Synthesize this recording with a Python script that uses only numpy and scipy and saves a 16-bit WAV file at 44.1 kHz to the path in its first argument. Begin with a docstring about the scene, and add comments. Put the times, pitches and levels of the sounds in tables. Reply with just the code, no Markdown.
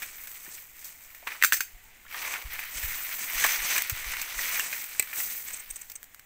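"""Dry stems and leaves crackle at once, in dense flurries, as someone pushes through bamboo undergrowth.
Each crackle is a shower of tiny random clicks, coloured by a filter and made louder by every push.
Canes split with a short ring and a tear of fibres, twigs and a stick snap, stems knock, leaf edges zip past.
The thicket adds short echoes; the hand-held microphone gets rumble and slow bumps.
Behind it all are filtered noise for air and insects, and one faint rising whistle from a far bird."""
import sys
import numpy as np
from scipy import signal
from scipy.fft import rfft, irfft
from scipy.io import wavfile

SR = 44100
rng = np.random.default_rng(int(sys.argv[2]) if len(sys.argv) > 2 else 0)


def digitize_waveform(pressure):
    """Quantize a signal to 16-bit integers and store it at the path in sys.argv[1].

    Rows of a 2-D input are taken as channels; values are limited to [-1, 1].
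    """
    field = np.atleast_2d(pressure).T
    bounded = np.clip(field, -1, 1)
    quanta = np.round(bounded * 32767).astype(np.int16)
    wavfile.write(sys.argv[1], SR, quanta)


N = 275782
TIME = np.arange(N) / SR  # seconds

# pushes through the thicket: (time [s], lean-in [s], hold [s], stems [dB], leaves [dB])
THICKET_PUSHES = [(-.02, 0.016, 0.035, -47, -42), (.07, .12, 0.17, -53, -43), (.37, 0.09, .13, -54, -44),
                  (0.729, 0.065, 0.096, -55, -46), (0.985, 0.036, 0.16, -58, -51),
                  (1.238, 0.069, 0.042, -46.5, -47.5), (1.412, 0.042, 0.86, -64.5, -62.5),
                  (2.064, 0.14, .13, -38.5, -39), (2.488, 0.032, 0.11, -41.5, -42.5),
                  (2.624, 0.17, 0.49, -41.5, -35), (3.238, .18, 0.12, -32, -29.5),
                  (3.563, 0.11, 0.074, -32, -31), (3.85, 0.18, 0.28, -38.5, -39),
                  (4.328, 0.084, .19, -36, -32), (4.65, 0.079, 0.097, -44, -36.5),
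                  (4.852, 0.053, 0.22, -47.5, -43.5), (5.125, 0.067, 0.019, -42, -28),
                  (5.272, 0.038, 0.068, -52.5, -36), (5.416, 0.066, .09, -48.5, -45),
                  (5.654, 0.029, 0.17, -59.5, -50), (5.864, 0.033, 0.062, -74, -70.5)]
# feet pressing into the ground litter: (time [s], length [s], peak level [dB])
FOOT_PRESSES = [(.43, .1, -62.5), (1.215, 0.2, -55), (2.08, 0.42, -47.5), (3.62, 0.16, -48.5)]
# bamboo canes splitting: (time [s], wood [dB], splinters [dB], cane ring [Hz], tearing time to fall 60 dB [s])
CANE_SPLITS = [(1.4247, -17.5, -24, 1980, 0.013), (1.437, -16.5, -19, 1620, 0.024),
               (1.446, -18, -14.5, 1505, 0.03), (1.523, -18.5, -21, 1620, 0.013),
               (1.529, -25.5, -19, 1640, 0.054), (1.54, -29, -24.5, 1820, 0.059),
               (1.606, -26, -23, 1560, 0.038), (3.44, -18.5, -22.5, 1760, 0.13),
               (4.596, -27, -24.5, 1700, 0.0079)]
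# twigs cracking: (time [s], wood [dB], splinters [dB], tearing time to fall 60 dB [s])
TWIG_CRACKS = [(0.02, -36.5, -35, 0.11), (.271, -46, -38, 0.061), (.315, -51, -41, 0.029),
               (.842, -66, -36, 0.17), (1.147, -49, -45, 0.045), (1.271, -30.5, -36.5, 0.086),
               (1.317, -36, -45, 0.085), (1.416, -36, -44, 0.026), (1.566, -41.5, -29, 0.098),
               (2.339, -33, -36, 0.014), (2.591, -32, -38, 0.033), (2.828, -37, -30.5, 0.1),
               (3.464, -31, -23.5, 0.03), (3.761, -30.5, -25.5, 0.071), (3.779, -27, -21.5, 0.04),
               (3.821, -36, -25, 0.017), (3.896, -34, -23.5, 0.071), (4.215, -37.5, -26, 0.05),
               (4.728, -31, -33, 0.057), (5.129, -35.5, -39, 0.11), (5.202, -34.5, -37, 0.026),
               (5.899, -56, -37, 0.023), (5.918, -53, -37, .025), (6.03, -50.5, -38, 0.0022),
               (6.042, -65, -45.5, 0.0038), (6.146, -51.5, -44, .012), (6.195, -54, -45, 0.014)]
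# a thin brittle stick snapping close by: (time [s], level [dB])
STICK_SNAPS = [(4.841, -36.5), (4.891, -45), (4.996, -17.5), (5.025, -31.5)]
# the notes inside each stick snap: (pitch [Hz], relative level [dB], time to fall 60 dB [s])
STICK_NOTES = [(2035, -19, 0.073), (2355, -9, 0.024), (2570, -13, 0.033), (4080, -23, 0.044),
               (7810, 3, 0.008), (8210, 3, 0.0096), (12100, -6, 0.011), (14500, -4.5, .014)]
# dull knocks of cane on cane: (time [s], level [dB], pitch [Hz])
CANE_KNOCKS = [(.462, -48.5, 1760), (0.477, -53.5, 228), (1.226, -50.5, 784), (1.269, -36, 1110),
               (1.304, -41.5, 1900), (1.348, -44.5, 1540), (2.051, -53.5, 1430), (2.064, -50, 1770),
               (2.144, -34.5, 1820), (3.446, -24.5, 1130), (3.448, -29, 1660), (4.135, -32.5, 2000),
               (4.389, -28.5, 1950), (4.599, -30, 2770)]
# leaf edges scraping past: (time [s], length [s], level [dB])
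LEAF_RASPS = [(5.472, 0.018, -38.5), (5.502, 0.011, -42), (5.525, 0.028, -35), (5.563, 0.014, -40),
              (5.591, 0.022, -40.5), (5.701, 0.014, -33.5), (5.755, 0.016, -36), (5.812, 0.012, -37.5),
              (5.953, 0.013, -36.5)]
# bumps on the microphone: (time [s], swing size [dB], length [s])
MICROPHONE_BUMPS = [(1.719, -41.5, 0.061), (2.443, -31, 0.039), (2.745, -38, 0.044), (2.83, -30.5, .036),
                    (3.334, -36.5, 0.068), (3.577, -40, 0.066), (3.918, -29, 0.022), (4.053, -34, 0.049),
                    (4.347, -37.5, 0.058), (5.681, -45, 0.069)]

# colour of crackling ground litter: (frequency [Hz], density [dB per Hz])
LITTER_COLOUR = [(100, -41), (300, -11), (600, -4.5), (1000, 2.5), (1250, 2.5), (1800, -28.5)]
# colour of crackling stems: (frequency [Hz], density [dB per Hz])
STEM_COLOUR = [(800, -34.5), (1200, -13.5), (1440, -5), (1630, -6.5), (1800, -1.5), (2300, 1), (2700, -5),
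               (3350, -9), (5000, -13), (6100, -13), (7200, -50), (8200, -22), (10000, -20.5)]
# colour of crackling leaves: (frequency [Hz], density [dB per Hz])
LEAF_COLOUR = [(3200, -15.5), (5000, -9.5), (5600, -8.5), (6100, -1.5), (7040, -4.5), (8160, 1),
               (9300, -10), (10800, -7.5), (13000, -1.5), (14800, 4.5), (15600, -1)]
# colour of tearing leaf sheaths: (frequency [Hz], density [dB per Hz])
SHEATH_COLOUR = [(1500, -35), (3000, -6), (4500, -6), (5400, -6), (6150, 7.5), (7000, -4.5), (9000, -15),
                 (15000, -19)]
# colour of breaking wood: (frequency [Hz], density [dB per Hz])
WOOD_COLOUR = [(100, -24), (450, -20), (750, -14.5), (1150, -11.5), (1350, -4.5), (1700, 0.5), (2400, 3),
               (3200, -11), (4300, -15), (6000, -40.5)]
# colour of flying splinters: (frequency [Hz], density [dB per Hz])
SPLINTER_COLOUR = [(2200, -14.5), (3600, -2.5), (4500, -2.5), (5200, -1.5), (6100, 4), (7000, 0), (8000, 6),
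                   (9400, -5.5), (11000, -5), (13500, 4.5), (15000, 8), (15600, 5.5)]
# colour of the quiet forest air: (frequency [Hz], density [dB per Hz])
AIR_COLOUR = [(20, -3.5), (32, -3), (56, -6), (137, -15), (468, -20), (711, -17.5), (1330, -18),
              (2030, -9.5), (3510, -20.5), (6000, -30), (15000, -42)]
# colour of the insect hiss: (frequency [Hz], density [dB per Hz])
INSECT_COLOUR = [(4000, -25), (6200, -8), (7200, -3), (8300, -5), (10500, -16), (14400, -2), (15600, -2.5)]

# filters for the stick's crack, leaf edge, hand rumble, bump scuff and echoes: (frequency [Hz], gain [dB])
STICK_CRACK_COLOUR = [(100, -2.5), (400, -0.5), (900, 2.0), (15000, -0.5)]
LEAF_EDGE_COLOUR = [(1000, -22.5), (2200, -13.5), (5200, -25.5), (6200, -3.0), (7200, -7.5),
                    (8400, 5), (9600, -24.0), (12000, -19), (15000, -8.5)]
RUMBLE_COLOUR = [(20, 14.0), (55, -4.0), (100, -9), (180, -24.5), (400, -30), (1500, -55)]
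SCUFF_COLOUR = [(30, -22), (90, 22.0), (140, 8), (220, -2.0), (400, -41), (1500, -62)]
ECHO_COLOUR = [(300, -6), (1400, -10), (2300, -0.5), (6000, 5), (15000, 6.5)]

# "T60" is the time a sound takes to fall by 60 dB
# foliage let go: most of the noise fades first, a little lingers while the branches settle
RELEASE_T60_S, SETTLE_DB, SETTLE_T60_S = 0.77, -22, 1.8
LITTER_BELOW_STEMS_DB = 14.5
# leaves sound brighter the more they outweigh the stems (dB of tilt per dB, about an even mix)
FINE_SLOPE, EVEN_MIX_DB = 0.15, 3.5
# stems catch and slip in clumps: new levels per second, and their spread
CLUMP_RATE, CLUMP_DB = 55, 1.8
# dry leaf sheaths: level at the hardest push, and dB lost per dB of easing off
TEAR_DB, TEAR_SLOPE = -34.5, 2.2
SWING_CYCLES = 1.72  # pressure swings in one bump
# the hand's rumble: at rest, and the shake each bump adds (relative to the bump)
HAND_REST_DB, SHAKE_DB, SHAKE_T60_S = -65, -11, 0.76
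# the far bird's whistle
WHISTLE_AT_S, WHISTLE_LENGTH_S, WHISTLE_DB = 1.73, 0.2, -67
WHISTLE_HZ, WHISTLE_RISE_HZ_PER_S = 670, 1450
AIR_SWELL_DB = 1.6
TOP_HZ = 15600  # where the recorder cuts off


def rustle():
    """Litter, stems, leaves and sheaths crackle in shared flurries; a harder push breaks more a second."""
    stems_db, leaves_db = effort()
    easing_db = stems_db - stems_db.max()  # 0 at the hardest push
    litter_db = 20 * np.log10(np.hypot(undb(stems_db - LITTER_BELOW_STEMS_DB), tread()))
    clumped_stems_db = stems_db + CLUMP_DB * walk(CLUMP_RATE)
    sheaths_db = TEAR_DB + TEAR_SLOPE * easing_db
    fine_db = FINE_SLOPE * (leaves_db - stems_db - EVEN_MIX_DB)
    busy = undb(0.5 * easing_db)
    flurry = undb(0.83 * walk(130) + 0.53 * walk(25))
    # (most grains per second, strength spread [dB], colour, pivot [Hz], tilt [dB], level [dB])
    layers = [(2957, 2.4, LITTER_COLOUR, 170, 1.0 * walk(22), litter_db),
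              (3555, 0.65, STEM_COLOUR, 2480, 1.86 * walk(35), clumped_stems_db),
              (18000, 2.9, LEAF_COLOUR, 10300, fine_db + 2.5 * walk(40), leaves_db),
              (2520, 3.8, SHEATH_COLOUR, 3700, 2 * walk(27), sheaths_db)]
    out = np.zeros(N)
    for rate, spread_db, spectrum, pivot_hz, tilt_db, db in layers:
        # dividing by sqrt(busy) keeps denser grains from also getting louder here
        crackle = colour(grains(rate * busy, spread_db) / np.sqrt(busy), spectrum)
        # thick and thin pieces take turns, so the colour see-saws about a pivot
        lowpass = signal.butter(2, pivot_hz, fs=SR, output="sos")
        thick = signal.sosfiltfilt(lowpass, crackle)
        thin = crackle - thick
        crackle = thick * undb(-tilt_db) + thin * undb(0.5 * tilt_db)
        out += unit(crackle * flurry) * undb(db)
    stalks = ticks(stems_db - 2.0, 1150, 2830, count=200)
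    blades = ticks(leaves_db - 10.0, 2800, 10000, count=160)
    # the lower limit keeps leaf tips clicking faintly, so they never fall silent between pushes
    tips = ticks(np.clip(leaves_db + 5.0, -52, -31), 13900, 15800, count=160)
    return out + stalks + blades + tips + twiglets(stems_db, count=50)


def effort():
    """Levels (dB) of stems and leaves: every push leans in, holds, lets go and settles."""
    power = np.zeros((2, N)) + 1e-9  # a tiny floor, so the level in dB always exists
    for s, lean, hold, stems_db, leaves_db in THICKET_PUSHES:
        lean_in = np.clip((TIME - s) / lean, 0, 1)
        since = np.maximum(TIME - s - lean - hold, 0)
        let_go = fade(since, RELEASE_T60_S) + undb(SETTLE_DB) * fade(since, SETTLE_T60_S)
        power += np.outer(undb([stems_db, leaves_db]), lean_in * let_go) ** 2
    return 10 * np.log10(power)


def tread():
    """Loudness of the litter underfoot: each foot's weight swells and lifts."""
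    out = np.zeros(N)
    for s, length, db in FOOT_PRESSES:
        out += undb(db) * np.sin(np.pi * np.clip((TIME - s) / length, 0, 1))
    return out


def ticks(level_db, lo_hz, hi_hz, count):
    """Single stalks and leaves click at random, each with its own pitch, following the given level."""
    out, t = np.zeros(N), TIME[:SR // 50]
    for when, pitch, size, damping in rng.random((count, 4)):
        at = when * TIME[-1]
        hz = min(lo_hz * (hi_hz / lo_hz) ** pitch, TOP_HZ)
        t60 = (6 + 18 * damping) / hz  # the ring lasts 6 to 24 cycles
        click = attack(highpass(ring(t, [(hz, 0, t60)]), 0.51 * hz))
        add(out, at, click * undb(level_db[int(at * SR)] - 16.7 * np.sqrt(size)))
    return out


def twiglets(level_db, count):
    """The thinnest twigs give way at random, following the level of the push that bends them."""
    out, t = np.zeros(N), TIME[:SR // 25]
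    for when, wood, splinter in rng.random((count, 3)):
        at = when * TIME[-1]
        break_sound = snap(t, 2.5 - 12 * wood, 4.5 - 12 * splinter, 0.0098)
        add(out, at, undb(level_db[int(at * SR)]) * break_sound)
    return out


def canes():
    """Each split knocks the hollow cane into a short ring and sprays splinters."""
    out, t = np.zeros(N), TIME[:SR // 5]
    for s, wood_db, splinter_db, hz, t60 in CANE_SPLITS:
        modes = [(hz, 0, 0.015), (hz * 1.02, -6, 0.016), (2560, -4, 0.012), (3100, -9, 0.008)]
        knock = ring(t, modes) * (1 - fade(t, 0.053 * t60))  # a longer tear starts the ring more gently
        tube = attack(highpass(knock, 1260))
        tearing = attack(highpass(colour(fracture(t, t60, 0.71), WOOD_COLOUR), 440))
        splinters = attack(colour(fracture(t, t60, 0.65), SPLINTER_COLOUR))
        add(out, s, undb(wood_db) * attack(0.42 * tube + 0.36 * tearing))
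        add(out, s, undb(splinter_db) * splinters)
    return out


def twigs():
    """The thicker twigs crack one by one, each with a woody click and a spit of splinters."""
    out, t = np.zeros(N), TIME[:SR // 6]
    for s, wood_db, splinter_db, t60 in TWIG_CRACKS:
        add(out, s, snap(t, wood_db, splinter_db, t60))
    return out


def snap(t, wood_db, splinter_db, t60):
    """A small break: a woody click and a bright spit of splinters."""
    click = attack(colour(fracture(t, t60, 1.0), WOOD_COLOUR))
    spit = attack(colour(fracture(t, t60, 0.49), SPLINTER_COLOUR))
    return undb(wood_db) * click + undb(splinter_db) * spit


def fracture(t, t60, first):
    """A sudden break, then a dying run of tearing fibres; the longer the tear, the softer it starts."""
    fibres = grains(9000, 4.1, size=len(t)) * fade(t, t60) * (1 - fade(t, 0.052 * t60))
    fibres /= np.linalg.norm(fibres)
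    fibres[0] += first * fade(t60, 0.26)
    return fibres


def sticks():
    """A clean break rings the stick's own notes over a broad crack."""
    out, t = np.zeros(N), TIME[:SR // 10]
    for s, db in STICK_SNAPS:
        crack = attack(colour(fracture(t, 0.041, 0.84), STICK_CRACK_COLOUR))
        notes = ring(t, STICK_NOTES) * (1 - fade(t, 0.0039))
        notes = attack(highpass(notes, 910))
        add(out, s, undb(db) * attack(notes + undb(-9.0) * crack))
    return out


def knocks():
    """Stems bump each other with a short hollow tock: a break-like jolt sets two notes ringing."""
    out, t = np.zeros(N), TIME[:SR // 10]
    for s, db, hz in CANE_KNOCKS:
        hollow = ring(t, [(hz, 0, 0.012), (1.79 * hz, -14, 0.006)])
        tock = signal.fftconvolve(fracture(t, 0.047, 0.94), hollow)
        add(out, s, undb(db) * attack(highpass(tock, 0.5 * hz)))
    return out


def rasps():
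    """A toothed leaf edge catches and slips in a brief high zip."""
    out, t = np.zeros(N), TIME[:SR // 20]
    for s, length, db in LEAF_RASPS:
        swell = np.sin(np.pi * np.minimum(t / length, 1))
        slips = colour(grains(4000, 3.2, size=len(t)) * swell, LEAF_EDGE_COLOUR)
        # the square root makes the level hold over the zip, not the whole buffer
        add(out, s, undb(db) * unit(slips) * np.sqrt(length / t[-1]))
    return out


def thicket(x, t60, wet_db):
    """Trunks and foliage scatter a short diffuse tail that holds little bass."""
    t = TIME[:SR // 2]
    tail = (fade(t, t60) + undb(-25) * fade(t, 0.79)) * (1 - fade(t, 0.0088))
    echoes = rng.standard_normal(len(t)) * tail
    echoes /= np.linalg.norm(echoes)
    echoes = colour(echoes, ECHO_COLOUR)
    return undb(wet_db) * signal.fftconvolve(x, echoes)[:N]


def bumps():
    """The hand rumbles on the microphone; a nudge swings the pressure, scuffs and leaves the hand shaking."""
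    rumble = unit(colour(rng.standard_normal(N), RUMBLE_COLOUR))
    scuff = unit(colour(rng.standard_normal(N), SCUFF_COLOUR))
    out, shake = np.zeros(N), np.full(N, undb(HAND_REST_DB))
    for s, db, length in MICROPHONE_BUMPS:
        t = TIME[:int(length * SR)]
        swing = np.sin(2 * np.pi * SWING_CYCLES * t / length)
        # harder nudges drag the casing more
        drag = undb(db + 11.5) * scuff[int(s * SR):][:len(t)]
        add(out, s, undb(db) * np.hanning(len(t)) * (swing + drag))
        shaking = np.minimum(TIME / length, 1) * fade(TIME, SHAKE_T60_S)
        add(shake, s, undb(db + SHAKE_DB) * shaking)
    return out + rumble * shake * undb(2 * walk(12))


def bird():
    """One soft upward whistle: a sine whose pitch and loudness waver on the way through the trees."""
    since = np.clip(TIME - WHISTLE_AT_S, 0, WHISTLE_LENGTH_S)
    pitch_hz = (WHISTLE_HZ + WHISTLE_RISE_HZ_PER_S * since) * (1 + 0.0254 * walk(120))
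    loudness = np.sin(np.pi * since / WHISTLE_LENGTH_S) * undb(WHISTLE_DB + 3.8 * walk(55))
    return loudness * np.sin(2 * np.pi * np.cumsum(pitch_hz) / SR)


def forest():
    """Quiet air and a gently wavering insect hiss, both made from filtered noise."""
    air = unit(colour(rng.standard_normal(N), AIR_COLOUR))
    insects = unit(colour(rng.standard_normal(N), INSECT_COLOUR))
    return air * undb(-59.0 + AIR_SWELL_DB * walk(2.05)) + insects * undb(-57.0 + 1.6 * walk(25))


def grains(rate, spread_db, size=N):
    """Tiny fractures at random moments, many weak and a few strong; rms 1."""
    strength = undb(spread_db * np.minimum(rng.exponential(size=size), 4))
    breaks = rng.random(size) < rate / SR
    return unit(breaks * rng.choice([-1, 1], size) * strength)


def ring(t, modes):
    """A struck body sounds several fading notes at once: (pitch [Hz], level [dB], T60 [s])."""
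    return sum(undb(db) * np.sin(2 * np.pi * hz * t) * fade(t, t60) for hz, db, t60 in modes)


def fade(t, t60):
    """Falls 60 dB in t60 seconds."""
    return np.exp(-np.log(1000) * t / t60)


def walk(rate):
    """Random levels, rate of them a second, joined by slopes; rms 1."""
    return unit(np.interp(TIME * rate, np.arange(N), rng.standard_normal(N)))


def colour(x, points, size=4096):
    """Filters x through (frequency [Hz], gain [dB]) points, never sounding ahead of its input."""
    hz, db = np.transpose(points)
    bins_hz = np.arange(size // 2 + 1) * SR / size
    gain_db = np.interp(np.log(bins_hz + 1), np.log(hz), db)  # +1 avoids log of zero
    # folding the cepstrum forward gives a minimum-phase filter: its energy comes early
    cepstrum = irfft(np.log(undb(gain_db)))
    cepstrum[1:size // 2] *= 2
    cepstrum[size // 2 + 1:] = 0
    response = irfft(np.exp(rfft(cepstrum)))
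    return signal.fftconvolve(x, response)[:len(x)]


def highpass(x, hz):
    """Thin bodies radiate little below hz."""
    return signal.sosfilt(signal.butter(3, hz, "high", fs=SR, output="sos"), x)


def undb(db):
    """Turns decibels into a plain multiplier."""
    return 10 ** (np.asarray(db) / 20)


def unit(x):
    """Scaled to rms 1."""
    return x / np.sqrt(np.mean(x ** 2))


def attack(x):
    """Scaled to rms 1 over the first 8 ms."""
    return x / np.sqrt(np.mean(x[:SR // 125] ** 2))


def add(out, s, x):
    """Mixes x into out, starting at s seconds."""
    i = max(int(s * SR), 0)
    out[i:i + len(x)] += x[:max(N - i, 0)]


def scene():
    """Adds the rustle, the breaks with their scattered echoes, the bumps and the background."""
    snaps = twigs() + sticks() + rasps() + knocks()
    splits = canes()
    scattered = thicket(snaps, 0.051, -19.5) + thicket(splits, 0.18, -9.5)
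    return (rustle() + snaps + splits + scattered + bumps() + bird() + forest())[None]


def record(dry):
    """The recorder cuts the top steeply."""
    return signal.sosfilt(signal.ellip(10, 0.2, 70, TOP_HZ, fs=SR, output="sos"), dry)


dry = scene()
out = record(dry)
digitize_waveform(out)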